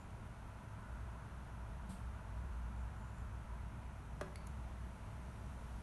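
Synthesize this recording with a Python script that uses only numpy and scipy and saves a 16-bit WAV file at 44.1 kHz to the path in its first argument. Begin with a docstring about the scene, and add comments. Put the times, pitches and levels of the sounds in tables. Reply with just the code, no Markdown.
"""A drop from a leak slaps into a plastic bucket holding a film of water, near the microphone.
The bucket rings, and thrown-up droplets fall back, ticking and trapping tiny bubbles; the quiet
room answers with a short tail. Ventilation hums and rushes behind it all. Before the drop come
a short soft swish, two tiny ticks and a faint high whine that comes and goes."""
import sys
import numpy as np
from scipy import signal
from scipy.fft import rfft, irfft
from scipy.io import wavfile

SR = 44100
rng = np.random.default_rng(int(sys.argv[2]) if len(sys.argv) > 2 else 0)


def persist_wave(psi):
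    """Save psi, clipped to +-1, as 16-bit WAV."""
    counts = np.round(np.clip(psi, -1, 1) * 32767).astype(np.int16)
    wavfile.write(sys.argv[1], SR, np.atleast_2d(counts).T)


N = 256662
TIME = np.arange(N) / SR
DROP_S, DROP_DB = 4.2115, -34


def undb(db):
    """Decibels to gain."""
    return 10 ** (np.asarray(db) / 20)


def curve(rows):
    """Gain over time through (time_s, level_db) points."""
    return undb(np.interp(TIME, *np.transpose(rows)))


def bell(centre_s, half_length_s):
    """A smooth swell, 1 at its centre."""
    return np.exp(-((TIME - centre_s) / half_length_s) ** 2)


def since(start_s):
    """Seconds since a moment, zero before it."""
    return np.maximum(TIME - start_s, 0)


def fade(start_s, t60_s):
    """Exponential decay from a moment on, 60 dB down after t60_s."""
    return (TIME >= start_s) * np.exp(-np.minimum(np.log(1000) * since(start_s) / t60_s, 50))


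def ring(start_s, hz, t60_s, rise=0):
    """A damped sine whose pitch climbs by the share rise as it dies."""
    t = since(start_s)
    glide = 1 + rise * np.minimum(t / t60_s, 1) / 2
    return fade(start_s, t60_s) * np.sin(2 * np.pi * hz * t * glide)


def shaped(gain):
    """Unit-rms noise with the given gain at each frequency."""
    hz = np.maximum(np.fft.rfftfreq(N, 1 / SR), 1)
    x = irfft(rfft(rng.standard_normal(N)) * gain(hz), N)
    return x / np.std(x)


def noise(colour):
    """Unit-rms noise coloured by (frequency_hz, gain_db) points."""
    hz, db = np.transpose(colour)
    return shaped(lambda f: undb(np.interp(np.log(f), np.log(hz), db)))


def drone(hz, width_hz, steadiness=0):
    """A narrow resonance stirred by turbulence; steadiness 0-1 evens out its swells."""
    band = signal.hilbert(shaped(lambda f: 1 / (1 + (2 * (f - hz) / width_hz) ** 2)))
    x = band.real / np.abs(band) ** steadiness
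    return x / np.std(x)


# The ventilation's low drone: time_s, level_db
LOW_DRONE_LEVELS = [(0, -55), (.85, -56.5), (.93, -46.5), (1.06, -46), (1.2, -55.5), (1.8, -48.5),
                    (2.0, -51.5), (2.07, -44.5), (2.2, -51), (2.42, -44), (2.85, -45.5), (3.05, -52),
                    (3.35, -47), (4.4, -54.5), (4.56, -46.5), (5.05, -53), (5.82, -48)]
# Swells of its upper drone: centre_s, half_length_s, rise_db
UPPER_DRONE_SWELLS = [(.75, 0.079, 6.5), (2.15, 0.23, 2.3), (3.27, 0.18, 8.7), (5.13, 0.13, 7.2)]

def hum():
    """The ventilation fills the room with two low, wavering drones."""
    low = curve(LOW_DRONE_LEVELS) * drone(hz=59.8, width_hz=11.8, steadiness=0.6)
    upper_db = -58.5 + sum(db * bell(s, half) for s, half, db in UPPER_DRONE_SWELLS)
    return low + undb(upper_db) * drone(hz=104.5, width_hz=11.8, steadiness=0.58)


# Duct resonances in the rush of air: pitch_hz, width_hz, relative_db
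DUCT_RESONANCES = [(616.5, 36, -16.5), (667, 60, -13), (869, 31, -13), (973, 103, -9), (1320, 12, -17),
                   (1430, 180, -15), (1914, 21, -30), (2014, 13, -26)]
# Colours of the rushing air and of the fine hiss: frequency_hz, gain_db
AIR_COLOUR = [(15, -10), (27, 12.5), (135, 12), (165, 9), (210, 9.5), (270, -1.5), (500, -5.5), (680, -3.5),
              (1000, -4), (1430, -6.5), (1800, -11.5), (2600, -16), (4000, -28.5), (12000, -63)]
HISS_COLOUR = [(1500, -2), (2800, 4), (4200, 1), (5000, -2), (6000, 3), (7700, -1.5), (9200, 2),
               (10400, -1.5), (11200, 1.5), (12500, -10.5)]

def airflow(move_s=3.96, air_db_per_s=0.5, hiss_db_per_s=1.6):
    """Air rushes through a resonant duct; air and hiss grow as the microphone moves off at move_s."""
    moving_s = since(move_s)
    duct = sum(undb(db) * drone(hz, width) for hz, width, db in DUCT_RESONANCES)
    air = undb(7 + air_db_per_s * moving_s) * noise(AIR_COLOUR)
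    hiss = undb(-73.5 + hiss_db_per_s * moving_s) * noise(HISS_COLOUR)
    rush_db = -60.5 + 0.6 * bell(centre_s=2.8, half_length_s=2.5)
    return undb(rush_db) * (air + duct) + hiss


# The middle band of the rushing air: time_s, level_db
MIDRANGE_LEVELS = [(.55, -73), (.8, -63.5), (1.8, -67.5), (3.1, -64.5), (3.6, -66), (3.85, -78)]
# Its colour: frequency_hz, gain_db
MIDRANGE_BAND = [(500, -41), (850, -3.5), (1000, 1), (1150, -5.5), (1430, 0.5), (1700, -9), (2300, -39)]

def air_swell():
    """The midrange of the rushing air comes forward for a few seconds."""
    return curve(MIDRANGE_LEVELS) * noise(MIDRANGE_BAND)


# Swells of the whine in the background: centre_s, half_length_s, level_db
WHINE_SWELLS = [(.01, 0.026, -78), (2.8, .045, -83), (3.06, .1, -82), (3.195, .04, -81.5)]

def whine():
    """A thin, high tone comes and goes in the ventilation."""
    swells = sum(undb(db) * bell(s, half) for s, half, db in WHINE_SWELLS)
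    return swells * drone(hz=7120, width_hz=24, steadiness=0.86)


# Faint ticks in the room: start_s, level_db
DRY_TICKS = [(.106, -69), (3.182, -68)]
# Their colour: frequency_hz, gain_db
DRY_TICK_COLOUR = [(2000, -10), (6000, -5), (8000, 8), (12000, -9)]

def ticks():
    """Tiny dry bursts of noise, barely above the hiss."""
    return noise(DRY_TICK_COLOUR) * sum(undb(db) * fade(s, t60_s=0.028) for s, db in DRY_TICKS)


# Colour of the swish: frequency_hz, gain_db
BRUSH_COLOUR = [(90, 5), (330, 16), (700, -1), (2500, 1), (4400, -0.5), (5100, -3), (6900, -4.5),
                (7900, 3.5), (8600, 5.5), (9400, 0.5), (11000, 0.5), (12000, -5)]
# The low bump under it: start_s, pitch_hz, level_db, t60_s
SWISH_BUMP = [(1.89, 189, -42, 0.19)]

def swish(start_s=1.886, level_db=-58.5, attack_s=0.014, t60_s=0.45):
    """A soft brush of noise rises quickly and dies away over a low bump."""
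    attack = np.minimum(since(start_s) / attack_s, 1)
    release = np.exp(-np.log(1000) * since(start_s + attack_s) / t60_s)
    bump = sum(undb(db) * ring(s, hz, t60) for s, hz, db, t60 in SWISH_BUMP)
    return undb(level_db) * attack * release * noise(BRUSH_COLOUR) + bump


def room(sound, wet_db=-9, t60_s=0.61, treble_t60_s=0.32, split_hz=3100):
    """The walls return a diffuse tail to the microphone; the treble dies sooner."""
    white = rng.standard_normal(N)
    low = signal.sosfilt(signal.butter(2, split_hz, fs=SR, output="sos"), white)
    high = signal.sosfilt(signal.butter(2, split_hz, "high", fs=SR, output="sos"), white)
    tail = (low * fade(0.0033, t60_s) - undb(-2) * high * fade(0.0034, treble_t60_s))[:SR]
    tail /= np.sqrt(np.sum(tail ** 2))
    return undb(wet_db) * signal.fftconvolve(sound, tail)[:N]


def bubble_ping(level_db=-72.5, pitch_hz=4510, width_hz=320):
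    """One bright bubble lingers in the bucket as a narrow, fluttering ring."""
    flutter = shaped(lambda f: 1 / (1 + (2 * (f - pitch_hz) / width_hz) ** 4))
    return undb(level_db) * fade(start_s=4.36, t60_s=0.33) * flutter


# Droplets falling back into the bucket: start_s, pitch_hz, level_db, t60_s
FALLING_DROPLETS = [(4.3574, 10800, -44, 0.004), (4.3575, 2130, -44, .013), (4.3585, 4400, -47, .009),
                    (4.3598, 8600, -55, .006), (4.3600, 4700, -54, .016), (4.4672, 10400, -60, 0.005),
                    (4.4691, 10800, -52, 0.007), (4.4699, 6600, -54, 0.014), (4.4712, 9600, -53, .005),
                    (4.4721, 6950, -47, 0.005), (4.4728, 11200, -52.5, 0.0043)]

def droplets():
    """Each droplet ticks on the water and traps a tiny bubble that rings upward."""
    tick = undb(-10.5) * noise(HISS_COLOUR)
    return sum(undb(db) * (ring(s, hz, t60, rise=0.04) + tick * fade(s, t60_s=0.0063))
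               for s, hz, db, t60 in FALLING_DROPLETS)


def spray(count=4, spread_s=0.004, crack_db=-35.5, speck_db=-57, ring_cycles=34):
    """The drop cracks as it bursts, and specks of spray tick at random just after."""
    crack = ring(DROP_S, hz=5470, t60_s=0.0014)
    starts_s = DROP_S + spread_s * rng.random(count)
    pitches_hz = np.linspace(5750, 11000, count)
    specks = sum(ring(s, hz, ring_cycles / hz) for s, hz in zip(starts_s, pitches_hz))
    return undb(crack_db) * crack + undb(speck_db) * specks


# Modes of the plastic bucket and its air column: pitch_hz, relative_db, t60_s
BUCKET_MODES = [(159, -14.5, 0.3), (187, -14.5, 0.37), (266, -5, 0.048), (374, -12.5, 0.26),
                (423, -12, 0.044), (589, 1, 0.06), (700, -10.5, 0.043), (833, -12, 0.054),
                (1031, -12, 0.055), (1269, -11, 0.035), (1435, -16.5, .039), (1683, -13.5, 0.036),
                (1937, -15, 0.035), (2380, -25, 0.06), (2507, -19, 0.028), (3000, -22.5, 0.026)]

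def bucket(build_cycles=1.2):
    """The struck bucket rings: neighbouring modes swing opposite ways, low ones build up slowest."""
    body = np.zeros(N)
    for k, (hz, db, t60) in enumerate(BUCKET_MODES):
        build_up = 1 - np.exp(-since(DROP_S) * hz / build_cycles)
        body += (-1) ** k * undb(db) * build_up * ring(DROP_S, hz, t60)
    return body


# Colour of the splash on the film of water: frequency_hz, gain_db
SPLASH_COLOUR = [(300, -18), (700, -11), (1300, -3), (1900, -7), (2600, -6), (4200, -14.5), (5800, -20),
                 (8000, -17), (12000, -19)]

def drop(slap_hz=1270, trip_s=0.00247, trip_gain_db=-3.3, dulling=0.78):
    """The drop slaps the bottom with one sharp pressure swing, rings the bucket and splashes."""
    slap = np.zeros(N)
    for trip in range(4):  # up and down the bucket, weaker and duller each time
        swing = ring(DROP_S + trip * trip_s, slap_hz * dulling ** trip, t60_s=0.0052)
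        slap += undb(4.6 + trip * trip_gain_db) * swing
    splash = undb(-10) * noise(SPLASH_COLOUR) * fade(DROP_S, t60_s=0.03)
    return undb(DROP_DB) * (slap + bucket() + splash)


def scene():
    """From beside the bucket: the drip and its room tail, over the swish, ticks and ventilation."""
    water = drop() + spray() + droplets() + bubble_ping()
    echo = room(water)
    small_sounds = swish() + ticks()
    ventilation = hum() + airflow() + whine() + air_swell()
    return (water + echo + small_sounds + ventilation)[None]


def record(dry):
    """A phone's mono microphone, with a steep cut of the top treble."""
    top_hz = 11950
    return signal.sosfilt(signal.ellip(10, 0.2, 60, top_hz, fs=SR, output="sos"), dry)


dry = scene()
out = record(dry)
persist_wave(out)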